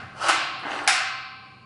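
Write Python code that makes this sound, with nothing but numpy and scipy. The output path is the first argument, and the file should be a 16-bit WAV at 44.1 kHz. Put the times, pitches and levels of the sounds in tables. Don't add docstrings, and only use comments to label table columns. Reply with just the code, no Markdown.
import sys
import numpy as np
from scipy import signal
from scipy.fft import rfft, irfft, next_fast_len
from scipy.io import wavfile
from scipy.ndimage import map_coordinates

SR = 44100
rng = np.random.default_rng(int(sys.argv[2]) if len(sys.argv) > 2 else 0)


def amp(db):
    return 10 ** (np.asarray(db, float) / 20)


def write(x):
    x = np.atleast_2d(x).T
    wavfile.write(sys.argv[1], SR, np.round(np.clip(x, -1, 1) * 32767).astype(np.int16))


N = 72765
LEAD = SR // 2

# start_s [s], strength_db [dB], hardness_corner_hz [Hz], chatter_s [s]
CONTACTS = [(.003, -47, 2000, 0.011), (.087, -50, 900, .002), (.2845, -17.5, 4000, .002),
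            (.2905, -16.5, 2450, .004), (.2965, -18, 3000, 0.0048), (.666, -37.5, 1000, 0.0022),
            (.705, -44, 1180, .002), (.717, -37, 1600, 0.0017), (.732, -39, 1600, 0.0022),
            (.79, -36.5, 1300, 0.0022), (.8697, -37, 1192, .0005)]


def unit(x):
    return x / np.sqrt(np.mean(x ** 2) + 1e-20)


def unit_energy(x):
    return x / np.linalg.norm(x)


def along(points, hz):
    point_hz, value = np.transpose(points)
    return np.interp(np.log(hz + 1), np.log(point_hz + 1), value)


def filtered(x, response):
    size = next_fast_len(len(x) + SR // 2)
    return irfft(rfft(x, size) * response(np.fft.rfftfreq(size, 1 / SR)), size)[:len(x)]


def soft(x, corner_hz):
    return filtered(x, lambda f: 1 / (1 + 1j * f / corner_hz) ** 2)


def hum():
    # pitch_hz [Hz], level_db [dB per Hz]
    rumble_curve = [(25, -25), (70, -9.5), (100, -2), (150, -3), (250, -6.5), (500, -15.5), (1500, -29),
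                    (10500, -43)]
    # pitch_hz [Hz], width_hz [Hz], level_db [dB over the rumble]
    motor_tones = [(98, 6, -1.5), (127.5, 7, 5.5)]
    # start_s [s], level_db [dB]
    hum_gain = [(0, -45.5), (.15, -46.5), (.3, -51.5), (.85, -54), (.95, -58), (1.2, -54.5), (1.65, -55)]

    def colour(f):
        tones = sum(amp(db) * np.exp(-((f - hz) / width_hz) ** 2) for hz, width_hz, db in motor_tones)
        return amp(along(rumble_curve, f)) * (1 + tones)

    drift_db = 1.3 * map_coordinates(rng.standard_normal(20), [np.arange(N) * 8 / SR])
    level_db = np.interp(np.arange(N) / SR, *np.transpose(hum_gain))
    return amp(level_db + drift_db) * unit(filtered(rng.standard_normal(N), colour))


def blows(contacts):
    force = np.zeros(N + LEAD + 2048)
    t = np.arange(2048) / SR
    for start_s, strength_db, corner_hz, chatter_s in contacts:
        burst = 0.31 * rng.standard_normal(len(t)) * np.exp(-t / max(chatter_s, 1e-4))
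        burst[0] = 2
        burst = soft(burst, corner_hz)
        force[round(start_s * SR) + LEAD:][:len(t)] += amp(strength_db) * burst / np.abs(burst).max()
    return force[:N + LEAD]


def earlier_knock():
    past_knock = (-0.1, -11, 1800.5, -0.11)
    return blows([past_knock])


def ring(modes, length_s):
    t = np.arange(int(length_s * SR), dtype=np.float32) / np.float32(SR)
    hz, db, t60_s = np.asarray(modes, np.float32).T[:, :, None]
    phase = rng.uniform(0, 2 * np.pi, hz.shape).astype(np.float32)
    decay = np.exp(np.float32(np.log(10) / 20) * (db - 60 * t / t60_s))
    return np.sum(decay * np.sin(np.float32(2 * np.pi) * hz * t + phase), axis=0)


def dense_ring(colour):
    # pitch_hz [Hz], t60_s [s]
    frame_decay = [(300, 1.27), (700, 0.89), (1500, 0.85), (4500, 1.066), (5400, 0.7), (5900, 0.57),
                   (8000, 0.47), (11000, 0.27)]
    hz, t, bands = signal.stft(rng.standard_normal(int(1.8 * SR)), SR, nperseg=256)
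    fade = amp(-60 * t / along(frame_decay, hz)[:, None])
    tail = signal.istft(bands * fade, SR, nperseg=256)[1]
    return unit_energy(filtered(tail, lambda f: amp(along(colour, f))))


def frame(force, colour, sway_db):
    # pitch_hz [Hz], level_db [dB], t60_s [s]
    tube_modes = [(725, -11, 1.3), (768, -6, 2), (1055, -2, 2.2), (1118, -9, 2.1), (1307, 2.5, 1.3),
                  (1556, 2, 1.67), (1680, -2.5, 0.76), (2075, 6, 0.98), (2340, -4.5, 1.4), (2803, -7, 1.9),
                  (3700, -8.5, 0.4), (4143, -4.5, 1.7), (4506, -2, 1.55), (5340, -7.5, 1)]
    # pitch_hz [Hz], level_db [dB]
    late_curve = [(700, -28), (1100, -2), (1550, -8), (1850, -18), (2500, -2), (3500, -12.5), (4350, -6.5),
                  (5500, -23)]
    # pitch_hz [Hz], level_db [dB], t60_s [s]
    sway_modes = [(253.6, -8, 0.85), (298.4, -2, 0.9), (325, -3, 1), (344.5, -0.5, 0.49), (409, -7, 0.26)]
    length_s, rise_s, split_hz = 1.7, 0.001, 12

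    dense = dense_ring(colour)[:int(length_s * SR)]

    split = []
    for hz, db, t60_s in tube_modes:
        for twin in range(3):
            detune, uneven_db = rng.standard_normal(2)
            is_twin = twin > 0
            split.append((hz + split_hz * is_twin * detune, db - 3 * is_twin + uneven_db, t60_s))

    chance = rng.standard_normal((3, 200))
    late_hz = np.linspace(700, 5500, 200) + 8 * chance[2]
    late_db = along(late_curve, late_hz) + 3.4 * chance[0]
    late_t60_s = 1.327 * np.exp(0.21 * chance[1])
    late = np.transpose([late_hz, late_db, late_t60_s])

    answer = dense + amp(-9) * unit_energy(ring(split, length_s))
    answer = answer + amp(-8.5) * unit_energy(ring(late, length_s))
    answer = answer + amp(sway_db) * unit_energy(ring(sway_modes, length_s))
    rise = 1 - np.exp(-np.arange(len(answer)) / SR / rise_s)
    return signal.fftconvolve(force, answer * rise)[:len(force)]


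def scrape(stroke):
    grains_per_s, grain_spread_db = 5000, 3
    start_s, level_db, corner_hz = np.transpose(stroke)
    t = (np.arange(N + LEAD) - LEAD) / SR
    draw = rng.random((3, len(t)))
    grain_size = amp(-grain_spread_db * np.log(draw[2] + 0.00035))
    grit = (draw[0] < grains_per_s / SR) * np.sign(draw[1] - .5) * grain_size
    bright = np.clip(np.log(np.interp(t, start_s, corner_hz) / 800) / np.log(8), 0, 1)
    force = (1 - bright) * unit(soft(grit, corner_hz=840)) + bright * unit(soft(grit, corner_hz=5900))
    return force * amp(np.interp(t, start_s, level_db, left=-120, right=-120))


def radiated(force, resonances, bare_db):
    def response(f):
        total = amp(bare_db) * (1j * f / (700 + 1j * f)) ** 2
        for k, (hz, width_hz, db) in enumerate(resonances):
            peak = 1j * f * width_hz / (hz * hz - f * f + 1j * f * width_hz)
            total = total + (-1) ** k * amp(db) * peak
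        return total

    return filtered(force, response)


def bolt():
    # start_s [s], level_db [dB], grit_corner_hz [Hz]
    slide_stroke = [(.08, -77, 2000), (.15, -47, 2000), (.2, -34, 2310), (.22, -26.5, 3500),
                    (.245, -23, 3000), (.28, -23, 3000), (.3, -30.5, 2940), (.33, -52, 2990)]
    # pitch_hz [Hz], width_hz [Hz], level_db [dB]
    sleeve_resonances = [(577, 150, -5.5), (807, 202, -1), (1100, 150, -0.5), (1258, 173, 2.5),
                         (1500, 140, 1.5), (2060, 81, -18.5), (2960, 250, -5.5), (4470, 160, -24.5),
                         (4870, 560, -13.5), (6400, 460, -22), (9200, 900, -28.5)]
    slide = scrape(slide_stroke)
    knocks = amp(13) * blows(CONTACTS[:5])
    near = amp(7.5) * radiated(slide + knocks, sleeve_resonances, bare_db=-17.5)
    return near, amp(-4) * slide + amp(-10) * knocks


def bolt_stop():
    home_knock = (.289, 7.04, 5670, 0.00022)
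    return blows([home_knock])


def cracks():
    crack_events = [
        (.212, -45, 6000, .2),
        (0.2846, -23.5, 2800, .1),
        (.592, -57.5, 6000, .3),
        (0.8759, -15, 1360, 0.071),
        (.8835, -21, 3500, 0.057),
    ]
    out = np.zeros(N + SR // 4)
    t = np.arange(SR // 4) / SR
    for start_s, level_db, low_hz, t60_s in crack_events:
        noise = rng.standard_normal(len(t))
        burst = unit(filtered(noise, lambda f: 1 / (1 + (low_hz / (f + 1)) ** 6)))
        out[round(start_s * SR):][:len(t)] += amp(level_db - 60 * t / t60_s) * burst
    return out[:N]


def handle_turn():
    # start_s [s], level_db [dB], grit_corner_hz [Hz]
    turn_stroke = [(.57, -77.5, 2000), (.63, -41, 1000), (.655, -36.5, 900), (.69, -35.5, 1176),
                   (.72, -34.5, 1500), (.79, -36.5, 1260), (.84, -42, 1000), (.872, -38, 1000),
                   (.885, -71.5, 1000)]
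    # pitch_hz [Hz], width_hz [Hz], level_db [dB]
    hinge_resonances = [(334, 90, -6.5), (750, 114, 2.5), (1000, 190, -0.5), (1340, 170, 6.5),
                        (1500, 490, 3.5), (2080, 180, 7), (2460, 150, -10), (2800, 410, 5.5),
                        (4220, 500, -13.5), (6560, 400, -28), (8200, 250, -33)]
    turn = scrape(turn_stroke) + amp(14.5) * blows(CONTACTS[5:])
    return amp(9) * radiated(turn, hinge_resonances, bare_db=-22.5), amp(1.5) * turn


def squeaks():
    squeak_events = [(.705, .02, 6600, -52), (.77, .03, 8100, -55), (.832, .022, 8200, -49)]
    width_hz = 360
    out = np.zeros(N + SR // 4)
    t = np.arange(SR // 4) / SR
    for start_s, length_s, hz, level_db in squeak_events:
        noise = rng.standard_normal(len(t))
        narrow = unit(filtered(noise, lambda f: np.exp(-((f - hz) / width_hz) ** 2)))
        swell = np.sin(np.pi * np.clip(t / length_s, 0, 1))
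        out[round(start_s * SR):][:len(t)] += amp(level_db) * swell * narrow
    return out[:N]


def handle_clank():
    clank_blow = (.8757, -6, 14001, .0003)
    # pitch_hz [Hz], level_db [dB], t60_s [s]
    handle_modes = [(727, -12.5, 0.53), (781, -10.5, 0.34), (840, -6.5, .15), (1600, -5.5, .05),
                    (2325, 6.5, 0.019), (3693, -3.5, 0.29), (4060, -7.5, 0.2), (4900, -6, 0.24),
                    (5250, -6.5, 0.37), (6573, -14.5, 0.12), (8300, -24.5, .12), (9030, -21.5, .1)]
    clank = blows([clank_blow])
    own_ring = signal.fftconvolve(clank, ring(handle_modes, .5))[:len(clank)]
    return amp(-16.5) * own_ring, amp(19) * clank


def scene():
    # pitch_hz [Hz], level_db [dB]
    bolt_colour = [(200, -34.5), (480, -22.5), (750, -6), (930, -10.5), (1300, -1), (3300, -10.5),
                   (5200, -8.5), (10600, -10.5)]
    # pitch_hz [Hz], level_db [dB]
    strike_colour = [(250, -41), (550, -23), (760, -3), (930, -18.5), (1400, 0), (3200, -10), (5000, -7.5),
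                     (10600, -9.5)]
    bolt_near, bolt_drive = bolt()
    turn_near, turn_drive = handle_turn()
    clank_near, clank_drive = handle_clank()
    near = bolt_near + turn_near + clank_near
    rubbed = frame(bolt_drive + turn_drive, bolt_colour, sway_db=-27)
    stopped = frame(bolt_stop(), bolt_colour, sway_db=-25.5)
    struck = frame(clank_drive + earlier_knock(), strike_colour, sway_db=-36)
    gate = (near + rubbed + stopped + struck)[LEAD:]
    return (gate + cracks() + squeaks() + hum())[None]


def top_cut(x):
    return signal.sosfilt(signal.butter(12, 10690, fs=SR, output="sos"), x)


def record(dry):
    mix = filtered(dry[0], lambda f: np.where(f < 10750, 1, amp(-46) * (f < 15500)))[None]
    return top_cut(mix)


dry = scene()
out = record(dry)
write(out)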